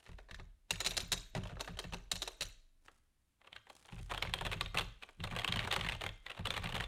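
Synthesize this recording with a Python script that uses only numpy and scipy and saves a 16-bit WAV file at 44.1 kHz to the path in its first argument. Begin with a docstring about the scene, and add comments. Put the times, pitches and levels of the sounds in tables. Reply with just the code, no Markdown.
"""Over faint room noise and fingertips brushing caps, a finger presses single keys on a number pad;
from 2.7 s the letter keys sound, as both hands type, fast from about 4 s on.
Each key of the worn rubber-dome keyboard scrapes, clacks as its loose cap hits its stop twice, and rattles:
shaped noise bursts ring through the plastic and hollow case. Keys that bottom out thud the wooden desk:
decaying sines and low noise. A small, quiet room, heard close, adds sparse echoes."""
import sys
import numpy as np
from scipy import signal
from scipy.fft import rfft, irfft
from scipy.io import wavfile

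SR = 44100
rng = np.random.default_rng(int(sys.argv[2]) if len(sys.argv) > 2 else 0)


def generate_wav(sig):
    """Save sig (samples, or channels by samples) to the path in sys.argv[1] as 16-bit PCM at SR."""
    pcm = np.round(np.clip(np.atleast_2d(sig).T, -1, 1) * 32767).astype(np.int16)
    wavfile.write(sys.argv[1], SR, pcm)


N = 302967

HANDS_MOVE_S = 2.7  # number pad before, letter keys after
USUAL_DB, USUAL_HZ = -40, 3000  # reference blow and cap pitch
LEAD = 64  # samples of silence before a burst
AGE_S = np.maximum(np.arange(2048) - LEAD, 0) / SR
CLICK_SIZE = np.sqrt(.005 * SR)  # 0 dB: energy of 5 ms at rms one


def amp(db):
    """dB to amplitude factor."""
    return 10 ** (np.asarray(db) / 20)


def unit(x):
    """Scales a sound to an energy of one."""
    return x / np.sqrt(np.sum(x ** 2) + 1e-20)


def read(points, hz):
    """Reads a table on a log-frequency axis."""
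    f, value = np.transpose(points)
    return np.interp(np.log(hz + 1), np.log(f + 1), value)


def add(mix, s, sound):
    """Lays a sound into the mix at time s."""
    part = mix[max(round(s * SR), 0):][:len(sound)]
    part += sound[:len(part)]


def coloured(x, points):
    """Filters a sound by a level table, in the frequency domain."""
    gain = amp(read(points, np.fft.rfftfreq(len(x), 1 / SR)))
    return irfft(rfft(x) * gain, len(x))


def band(x, low_hz, high_hz):
    """A causal band-pass."""
    edges_hz = np.clip([low_hz, high_hz], 10, SR / 2 - 100)
    return signal.sosfilt(signal.butter(2, edges_hz, "band", fs=SR, output="sos"), x + 1e-18)


def resonate(x, hz, width_hz):
    """One resonance with a gain of about one at its centre."""
    r = np.exp(-np.pi * width_hz / SR)
    turn = np.cos(2 * np.pi * hz / SR)
    return signal.lfilter([1 - r, 0, r - 1], [1, -2 * r * turn, r * r], x + 1e-18)


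def fading(x, seconds):
    """The strength of a sound, left to die away."""
    r = np.exp(-1 / (seconds * SR))
    return np.sqrt(signal.lfilter([1 - r], [1, -r], x ** 2) + 1e-20)


def grains(colour, per_s, spread_db, length_s):
    """A stream of tiny noise clicks of uneven size, with an rms of one."""
    size = amp(spread_db * np.minimum(rng.exponential(1, N), 3))
    clicks = (rng.random(N) < per_s / SR) * size
    flutter = signal.lfilter([1], [1, -np.exp(-1 / (length_s * SR))], clicks)
    return np.sqrt(N) * unit(coloured(flutter * rng.standard_normal(N), colour))


# still air, spectrum: f/Hz, relative density/dB
AIR_COLOUR = [(20, -8), (65, 0), (150, -13), (280, -15), (450, -25), (2700, -27), (5700, -32), (10000, -30),
              (16000, -40)]
AIR_DB = -79.5  # rms


def air():
    """The faint steady noise of the room: coloured noise."""
    return amp(AIR_DB) * np.sqrt(N) * unit(coloured(rng.standard_normal(N), AIR_COLOUR))


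# fingertips on the caps: t/s, rms level/dB
BRUSH_LEVEL = [(0, -73), (0.199, -76), (.28, -100), (2.8, -100), (2.87, -69.5), (3.12, -99.5), (3.64, -96),
               (3.71, -67.5), (3.85, -67.5), (4.1, -67), (4.2, -81)]
# their spectrum: f/Hz, relative density/dB
BRUSH_COLOUR = [(300, 3.5), (1500, 2.5), (5000, -1), (9500, -1.5), (14500, -19), (16000, -19)]


def brush():
    """Skin slips over the textured caps in tiny jerks."""
    level_db = np.interp(np.arange(N) / SR, *np.transpose(BRUSH_LEVEL))
    return amp(level_db) * grains(BRUSH_COLOUR, per_s=700, spread_db=8.0, length_s=0.0018)


# echo decay: f/Hz, t60/s
ROOM_T60 = [(200, .35), (1500, .45), (3800, .52), (7000, .44), (15000, .25)]
# echo strength: f/Hz, level/dB
ROOM_DB = [(200, 1), (650, -16), (1500, -13), (2600, -16.5), (3700, -13), (5000, -18), (7000, -12),
           (15000, -21)]


def room(x):
    """Sparse echoes from nearby walls, each band dying at its own speed."""
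    late = np.arange(SR) > .007 * SR
    taps = rng.choice([-1., 1.], SR) * (rng.random(SR) < 3000 / SR) * late
    hz, t, z = signal.stft(taps, SR, nperseg=256)
    decay = amp(-60 * t / read(ROOM_T60, hz)[:, None])
    decay *= amp(read(ROOM_DB, hz))[:, None] / np.sqrt(np.mean(decay ** 2, axis=1, keepdims=True))
    tail = signal.istft(z * decay, SR, nperseg=256)[1] / np.linalg.norm(taps)
    return signal.fftconvolve(x, tail)[:N]


# other fingers jostle their keys: start t/s, end t/s, mean cap level/dB before the area gain
SPELLS = [(0, .21, -67), (.78, 1.06, -53.5), (1.38, 1.909, -61), (3.88, 4.003, -57.5), (4.09, 4.576, -55.5),
          (5.24, 5.54, -47.5), (5.54, 5.95, -45.5), (6.28, 6.45, -58), (6.0, 6.1, -56), (6.5, 6.83, -47.5)]
JOSTLES_PER_S = 48
JOSTLE_HZ, JOSTLE_SPREAD_OCTAVES = 2650, 0.25  # cap pitch
JOSTLE_SPREAD_DB, JOSTLE_CASE_DB = 4, -1.5  # spread of force; case knock over cap clack


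def jostles():
    """Light contacts at uneven moments fill each spell."""
    slots = np.arange(N * JOSTLES_PER_S // SR)
    times_s = (slots + rng.random(len(slots))) / JOSTLES_PER_S
    rows = []
    for s, (force, pitch) in zip(times_s, rng.standard_normal((len(slots), 2))):
        cap_hz = JOSTLE_HZ * 2 ** (JOSTLE_SPREAD_OCTAVES * pitch)
        for start_s, end_s, db in SPELLS:
            if start_s <= s < end_s:
                cap_db = db + JOSTLE_SPREAD_DB * force
                rows.append((s, cap_db, cap_hz, cap_db + JOSTLE_CASE_DB))
    return rows


# key clacks: t/s, cap level/dB, cap f/Hz, case level/dB, rebound level/dB re first contact
# (cap and case levels before the area gain)
CLACKS = [(0.063, -54.5, 1840, -60, -5), (0.09, -57.5, 1820, -54.5, -21), (0.185, -61, 1950, -48.5, -24),
          (0.2862, -61.5, 1890, -56, 0), (0.31, -45.5, 1840, -54, -17), (0.344, -44.5, 1760, -64, -14),
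          (0.388, -61.5, 2070, -59.5, 10), (0.7066, -28, 2720, -38, -29), (0.756, -45, 2860, -59.0, -16),
          (0.8033, -36, 4070, -39, -3), (0.8469, -37.5, 3880, -46.5, -3), (0.8622, -31, 3950, -44.5, -1),
          (0.9076, -38.5, 3780, -58, -5.5), (0.9676, -34.5, 4070, -42, 3), (1.0029, -39.5, 3940, -56, -7),
          (1.1182, -32.5, 3900, -40.5, 2), (1.1302, -34, 3860, -42, -8), (1.176, -45, 3810, -59, -22),
          (1.3498, -40.5, 1870, -35, -9), (1.365, -47, 2290, -41, -11), (1.3762, -51, 2760, -43.5, -12),
          (1.4355, -49.5, 3050, -51, -17), (1.4533, -53.5, 2560, -44.5, -19), (1.471, -51, 3370, -59, -23),
          (1.496, -57, 3100, -48, -5), (1.516, -61, 2350, -51, -4), (1.568, -66, 1810, -46.5, -14),
          (1.595, -53, 3770, -46, 3), (1.6075, -39.5, 4330, -39.5, -21), (1.6754, -46, 1790, -40.5, -5),
          (1.7705, -51.5, 3050, -50, -24), (1.7891, -37.5, 3170, -40.5, -4.5),
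          (1.84, -48.5, 2700, -44.5, -10), (1.9233, -50, 3100, -46, -22), (1.9344, -41.5, 2580, -41.5, -1),
          (2.1151, -31, 3850, -41.5, -8), (2.1554, -42.5, 4100, -53.5, -1),
          (2.2193, -36.0, 3850, -42.5, -4), (2.2758, -38.5, 3900, -39.5, -15),
          (2.4078, -36, 3980, -45, -14), (2.42, -36, 4170, -47.5, -4), (2.8817, -54.5, 1810, -52.5, -26),
          (3.415, -64.0, 1990, -66, -17), (3.4447, -66.5, 2800, -60.5, -17),
          (3.4727, -54.5, 2560, -55.5, -15), (3.529, -46.5, 3140, -62, -16), (3.563, -43.5, 1700, -57, -17),
          (3.6686, -60.0, 1810, -56.5, -11), (3.6987, -52, 3250, -49, -21), (3.8512, -61.0, 3700, -59, -14),
          (3.889, -65, 1810, -58, -16), (3.923, -53.5, 2620, -54, -10), (3.982, -56.5, 2560, -59, 1),
          (4.097, -50, 1810, -50, 3), (4.1117, -42.5, 1810, -36, -3), (4.1374, -43.5, 2610, -42, 1.5),
          (4.177, -36.5, 3300, -43, -19), (4.224, -29.5, 2290, -36.5, -17), (4.25, -53, 1980, -41, -25),
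          (4.2725, -43, 2170, -61, -14), (4.3375, -28.5, 3290, -35.5, -22), (4.3872, -41, 3460, -53, -13),
          (4.4098, -41.5, 1770, -36.5, -7), (4.45, -40.5, 2730, -38, -2.5), (4.4647, -38, 3350, -37, -8),
          (4.5154, -39.0, 2650, -40, -0.5), (4.53, -35, 2550, -40.5, -7), (4.6096, -29, 3770, -37, -29),
          (4.66, -40.5, 3620, -52, -25), (4.7441, -44.5, 2650, -37.0, -2), (4.762, -50, 2890, -43, 2),
          (4.7723, -29, 2680, -39, -5.5), (4.7851, -29.5, 3460, -34.5, -3.5), (4.809, -37.5, 2720, -42, -4),
          (5.024, -46.5, 2560, -57, 3.5), (5.089, -55, 2350, -52.5, -23), (5.2031, -46.5, 2700, -56, -9),
          (5.2383, -37.5, 3630, -37, -10.5), (5.272, -50, 2750, -45, -22), (5.3243, -51.5, 1810, -44.5, -2),
          (5.363, -38, 2510, -36.5, -7), (5.3868, -38, 3300, -41.0, 0.5), (5.417, -42, 1810, -46, -27),
          (5.445, -30.0, 2660, -37, -27), (5.4769, -32.5, 3400, -40, -4), (5.4885, -39, 2900, -49, -11),
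          (5.523, -29, 3130, -44, -20), (5.5388, -40, 2250, -44.5, -13), (5.57, -36.5, 2980, -46.0, -12),
          (5.5912, -30.5, 2240, -43.5, -12), (5.6039, -44, 2690, -47, -4), (5.6183, -44, 1940, -49, 0),
          (5.64, -43.5, 2240, -45, 2), (5.6734, -42, 1810, -35.5, -8), (5.713, -30, 3640, -46.0, -23),
          (5.7251, -31.5, 2930, -34.5, -5.5), (5.7393, -34.5, 2920, -40, -27),
          (5.7619, -32.5, 2070, -32.5, -12), (5.8099, -33.5, 3030, -44, -26), (5.8463, -38, 1810, -47, -6),
          (5.8639, -37, 2090, -45, -5), (5.8867, -32, 2900, -42, -4.5), (5.921, -36.5, 2580, -45, -6),
          (6.0095, -43, 2980, -42.5, 2), (6.038, -38.5, 2200, -38.5, -21), (6.0635, -34.5, 2190, -41, -22),
          (6.09, -41.5, 3420, -53, -23), (6.264, -39.5, 1960, -50.5, -15), (6.297, -47.5, 2640, -49.5, 3),
          (6.3162, -43, 2790, -53, -21), (6.368, -55, 2690, -54.5, 5), (6.3909, -50, 1820, -45.0, -15),
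          (6.455, -34, 2960, -38, -11), (6.4701, -34, 3370, -39, -24), (6.5046, -31.5, 3640, -39, -23),
          (6.5391, -40, 2950, -45, -4), (6.5662, -35.0, 2410, -39.5, -4.5), (6.5767, -35.5, 1800, -41, -17),
          (6.6403, -42.0, 2400, -39.5, -10), (6.6584, -37.5, 2000, -57, -24), (6.699, -47, 2860, -46, -6),
          (6.7438, -40.5, 2910, -43.5, 3), (6.7593, -48, 1790, -45, 1), (6.8002, -37.5, 1840, -44, 3.5),
          (6.8193, -49, 2640, -50, -17), (6.8383, -40, 3530, -48, -17)]
REBOUND_S, REBOUND_SCATTER_S = .0078, .0008


def rebounds():
    """Each clack is two contacts: the loose cap hits its stop, bounces and hits it again."""
    rows = []
    for s, cap_db, cap_hz, case_db, rebound_db in CLACKS:
        again_s = s + REBOUND_S + REBOUND_SCATTER_S * rng.standard_normal()
        rows.append((s, cap_db, cap_hz, case_db))
        rows.append((again_s, cap_db + rebound_db, cap_hz, case_db + rebound_db))
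    return rows


def with_ticks(rows, tick_db, cap_slope, case_slope, octave_db):
    """Gives each contact its edge tick, which grows with the force of the blow and the pitch of the cap."""
    s, cap_db, cap_hz, case_db = np.transpose(rows)
    force_db = cap_slope * (cap_db - USUAL_DB) + case_slope * (case_db - USUAL_DB)
    pitch_db = octave_db * np.log2(cap_hz / USUAL_HZ)
    return np.transpose([s, cap_db, cap_hz, case_db, tick_db + force_db + pitch_db])


def burst(colour, rise_s, decay_s, chatter):
    """The crowded modes of a plastic part: a sudden start, a quick decay, uneven as the part chatters."""
    shake = np.repeat(rng.standard_normal(len(AGE_S) // 32), 32)
    envelope = (1 - np.exp(-AGE_S / rise_s)) * np.exp(-AGE_S / decay_s + chatter * shake)
    return coloured(rng.standard_normal(len(AGE_S)) * envelope, colour)


def contact(colour, looseness, cap_db, cap_hz, case_db, tick_db):
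    """The cap rings at its pitch, its edge ticks, the case answers more slowly; loose caps chatter longer."""
    # light touches start more softly than hard blows
    rise_s = .0002 * looseness * amp(-.25 * (cap_db + 33))
    clack = burst(colour, rise_s, decay_s=0.003 * looseness, chatter=0.34)
    pitched = resonate(burst(colour, rise_s, decay_s=0.0021, chatter=0.34), cap_hz, 200)
    cap = unit(band(clack, 1600, 4700)) + 1.1 * unit(pitched)

    knock = burst(colour, rise_s=0.00091, decay_s=0.0055, chatter=0.22)
    # the case knock's pitch varies at random from contact to contact
    panel_hz = 1180 * 2 ** (.45 * rng.standard_normal())
    case = unit(band(knock, 520, 1750)) + 0.52 * unit(resonate(knock, panel_hz, 100))
    hollow = band(burst(colour, rise_s=0.0042, decay_s=0.01, chatter=0.15), 300, 680)
    shell = unit(unit(case) + 0.42 * unit(hollow))

    edge = burst(colour, rise_s=8.5 * rise_s, decay_s=0.0025 * looseness, chatter=0.24)
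    tick = band(band(edge, 4300, 19500), 3700, 19500)
    return CLICK_SIZE * (amp(cap_db) * unit(cap) + amp(case_db) * shell + amp(tick_db) * unit(tick))


def rattle(blows, per_s, settle_s, width_at_1khz_hz, count):
    """Loose parts nearby go on shaking; each pings at its own pitch, as hard as the blows excite that octave."""
    out = np.zeros(N)
    for octave_hz in 450 * 2 ** np.arange(5):
        pings = np.zeros(N)
        for hz in octave_hz * 2 ** ((np.arange(count) + rng.random(count)) / count):
            hits = np.zeros(N)
            at = rng.integers(0, N, round(per_s * N / SR))
            hits[at] = rng.standard_normal(len(at))
            pings += unit(resonate(hits, hz, width_at_1khz_hz * np.sqrt(hz / 1000)))
        strength = fading(band(blows, octave_hz, 2 * octave_hz), settle_s)
        out += strength * np.sqrt(N) * unit(pings)
    return out


def keys(rows, colour, modes, looseness, slide_db, rattle_db, level_db):
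    """All contacts in one area of the keyboard, rung through the plastic there."""
    blows = np.zeros(N)
    for s, *blow in rows:
        add(blows, s - LEAD / SR, contact(colour, looseness, *blow))
    # the dirty stem scrapes in its sleeve just before contact (time-reversed decay);
    capped = np.clip(blows, -amp(-42.5), amp(-41))
    travel = fading(capped[::-1], seconds=0.0043)[::-1]
    slide = amp(slide_db) * travel * grains(colour, per_s=900, spread_db=6.5, length_s=0.0016)
    shaking = rattle(blows, per_s=45, settle_s=0.026, width_at_1khz_hz=99, count=7)
    direct = blows + slide + amp(rattle_db) * shaking
    ringing = sum(amp(db) * resonate(direct, hz, width_hz) for hz, width_hz, db in modes)
    return amp(level_db) * (direct + ringing)


# burst spectrum at the number pad: f/Hz, relative density/dB
PAD_COLOUR = [(150, -36), (250, 0.5), (580, 2.5), (1370, -6), (1840, -3.5), (2050, -6.5), (2620, -4.5),
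              (3530, -6), (3920, -2.5), (4750, -12), (6990, -16.5), (10300, -22.5), (15700, -37.5),
              (16500, -47)]
# cap, case and back-plate modes there: f/Hz, width/Hz, level/dB re dry click
PAD_MODES = [(386, 47, -5), (645, 1.8, -0.5), (650, 110, -15.5), (1550, 4, -7.5), (2670, 79, -7),
             (3540, 5.3, -1.5), (3710, 3.2, -3), (3800, 34, -7), (5160, 50, 1), (5310, 26, -16),
             (5750, 5, -5.5), (6010, 50, 2.5), (6970, 74, 6.5), (8285, 76, 1.5), (10700, 150, -4)]


def number_pad(rows):
    """Looser caps: longer chatter, softer starts, ticks that follow mostly the cap blow."""
    early = [row for row in rows if row[0] < HANDS_MOVE_S]
    ticked = with_ticks(early, tick_db=-44.0, cap_slope=1.26, case_slope=.1, octave_db=6.5)
    return keys(ticked, PAD_COLOUR, PAD_MODES, looseness=1.3,
                slide_db=-13.5, rattle_db=-14.0, level_db=-2.0)


# modes of the desk top under the number pad: nominal f/Hz, relative level/dB, t60/s
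DESK_AT_PAD = [(106, -10, 0.34), (172, 1, 0.16), (250, 2, .04), (367, -7, 0.078)]
# the same under the letter keys: nominal f/Hz, relative level/dB, t60/s
DESK_AT_LETTERS = [(109.4, 0.5, 0.23), (141, -8.5, 0.062), (172, -3.5, 0.2), (267, -3.5, 0.052),
                   (365, -6, 0.076)]
# slow sway of the desk: nominal f/Hz, relative level/dB, t60/s
DESK_SWAY = [(27.2, -7.5, 1.9), (43.8, 2.5, 0.6), (62.7, -2.5, 0.6), (78.5, 2, 0.22)]
# pushes that reach the desk: t/s, thud level/dB before the trims in desk()
THUDS = [(0.091, -51), (0.314, -49.5), (0.394, -50.5), (0.72, -43), (0.865, -41.5), (0.97, -50),
         (1.025, -46), (1.125, -43.5), (1.363, -32), (1.423, -47), (1.523, -42), (1.694, -42),
         (1.846, -42.5), (1.929, -42), (2.132, -45.5), (2.405, -47.5), (3.928, -43), (3.996, -45.5),
         (4.114, -43), (4.232, -43), (4.275, -40.5), (4.354, -45.5), (4.412, -41), (4.454, -38),
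         (4.559, -39), (4.623, -42.5), (4.745, -40), (4.812, -45.5), (5.197, -39.5), (5.238, -42.5),
         (5.323, -38.5), (5.494, -36.5), (5.559, -35), (5.643, -36.5), (5.77, -40), (5.841, -37),
         (5.913, -44.5), (6.04, -42), (6.396, -37), (6.478, -41), (6.576, -40), (6.651, -37.5),
         (6.737, -35.5), (6.799, -45)]
SWAY_DB, SWAY_SLOPE = -50, 0.085  # sway at a usual push; dB per dB of push, hardly more at a hard one
PRESS_TIME_S = np.arange(-.06, .1, 1 / SR)


def desk_blow(modes, rise_s, spread):
    """A soft push rings the desk; the mode pitches vary a little at random from push to push."""
    t = np.arange(SR) / SR
    ring = np.zeros(SR)
    for hz, db, t60_s in modes:
        varied_hz = hz * (1 + spread * rng.standard_normal())
        ring += amp(db - 60 * t / t60_s) * np.sin(2 * np.pi * varied_hz * t)
    return ring * (1 - np.exp(-t / rise_s))


def desk():
    """Keys that bottom out push the whole keyboard into the desk."""
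    out = np.zeros(N)
    for s, thud_db in THUDS:
        top = DESK_AT_PAD if s < HANDS_MOVE_S else DESK_AT_LETTERS
        sway_db = SWAY_DB + SWAY_SLOPE * (thud_db - USUAL_DB)
        add(out, s, amp(thud_db - 3.0) * desk_blow(top, rise_s=0.0033, spread=.04))
        add(out, s, amp(sway_db) * desk_blow(DESK_SWAY, rise_s=0.0072, spread=.06))
        # the soft fingertip loads the key just before it bottoms out, and lets go more slowly
        grip = np.exp(-abs(PRESS_TIME_S) / np.where(PRESS_TIME_S < 0, .009, .022))
        press = band(band(rng.standard_normal(len(grip)) * grip, 50, 200), 50, 200)
        add(out, s + PRESS_TIME_S[0], amp(thud_db - 1.0) * CLICK_SIZE * unit(press))
    return out


# burst spectrum at the letter keys: f/Hz, relative density/dB
LETTER_COLOUR = [(150, -1), (250, -5.5), (374, -1.5), (644, -2.5), (781, 1), (1320, -2.5), (3410, -3.5),
                 (4060, -6), (4920, -17.5), (6630, -20), (8330, -18.5), (11200, -26), (15100, -29.5),
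                 (16500, -51.5)]
# cap, case and back-plate modes there: f/Hz, width/Hz, level/dB re dry click
LETTER_MODES = [(560, 58, -12.5), (775, 61, -29), (1143, 83, -7), (2092, 2.3, -1.5), (2720, 63, -14),
                (3200, 4.2, 3), (3515, 7.2, -3), (7180, 120, -12), (8800, 44, 3.5)]


def letter_keys(rows):
    """Tighter caps: shorter chatter, quicker starts, ticks that follow cap and case blows."""
    late = [row for row in rows if row[0] >= HANDS_MOVE_S]
    ticked = with_ticks(late, tick_db=-49.5, cap_slope=0.51, case_slope=0.89, octave_db=2)
    return keys(ticked, LETTER_COLOUR, LETTER_MODES, looseness=0.91,
                slide_db=-8.0, rattle_db=-17.5, level_db=-1.5)


DESK_IN_ROOM_DB = -5  # desk top into the room


def scene():
    """Number pad first, then the letter keys, on one desk in one room."""
    rows = rebounds() + jostles()
    keyboard = brush() + number_pad(rows) + letter_keys(rows)
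    thuds = desk()
    echoes = room(keyboard + amp(DESK_IN_ROOM_DB) * thuds)
    return (air() + keyboard + thuds + echoes)[None]


EDGE_HZ = 16600


def record(dry):
    """The recorder's band limit: a linear-phase low-pass."""
    low_pass = signal.firwin(511, EDGE_HZ, window=("kaiser", 9), fs=SR)
    return signal.oaconvolve(dry, low_pass[None], "same")


dry = scene()
out = record(dry)
generate_wav(out)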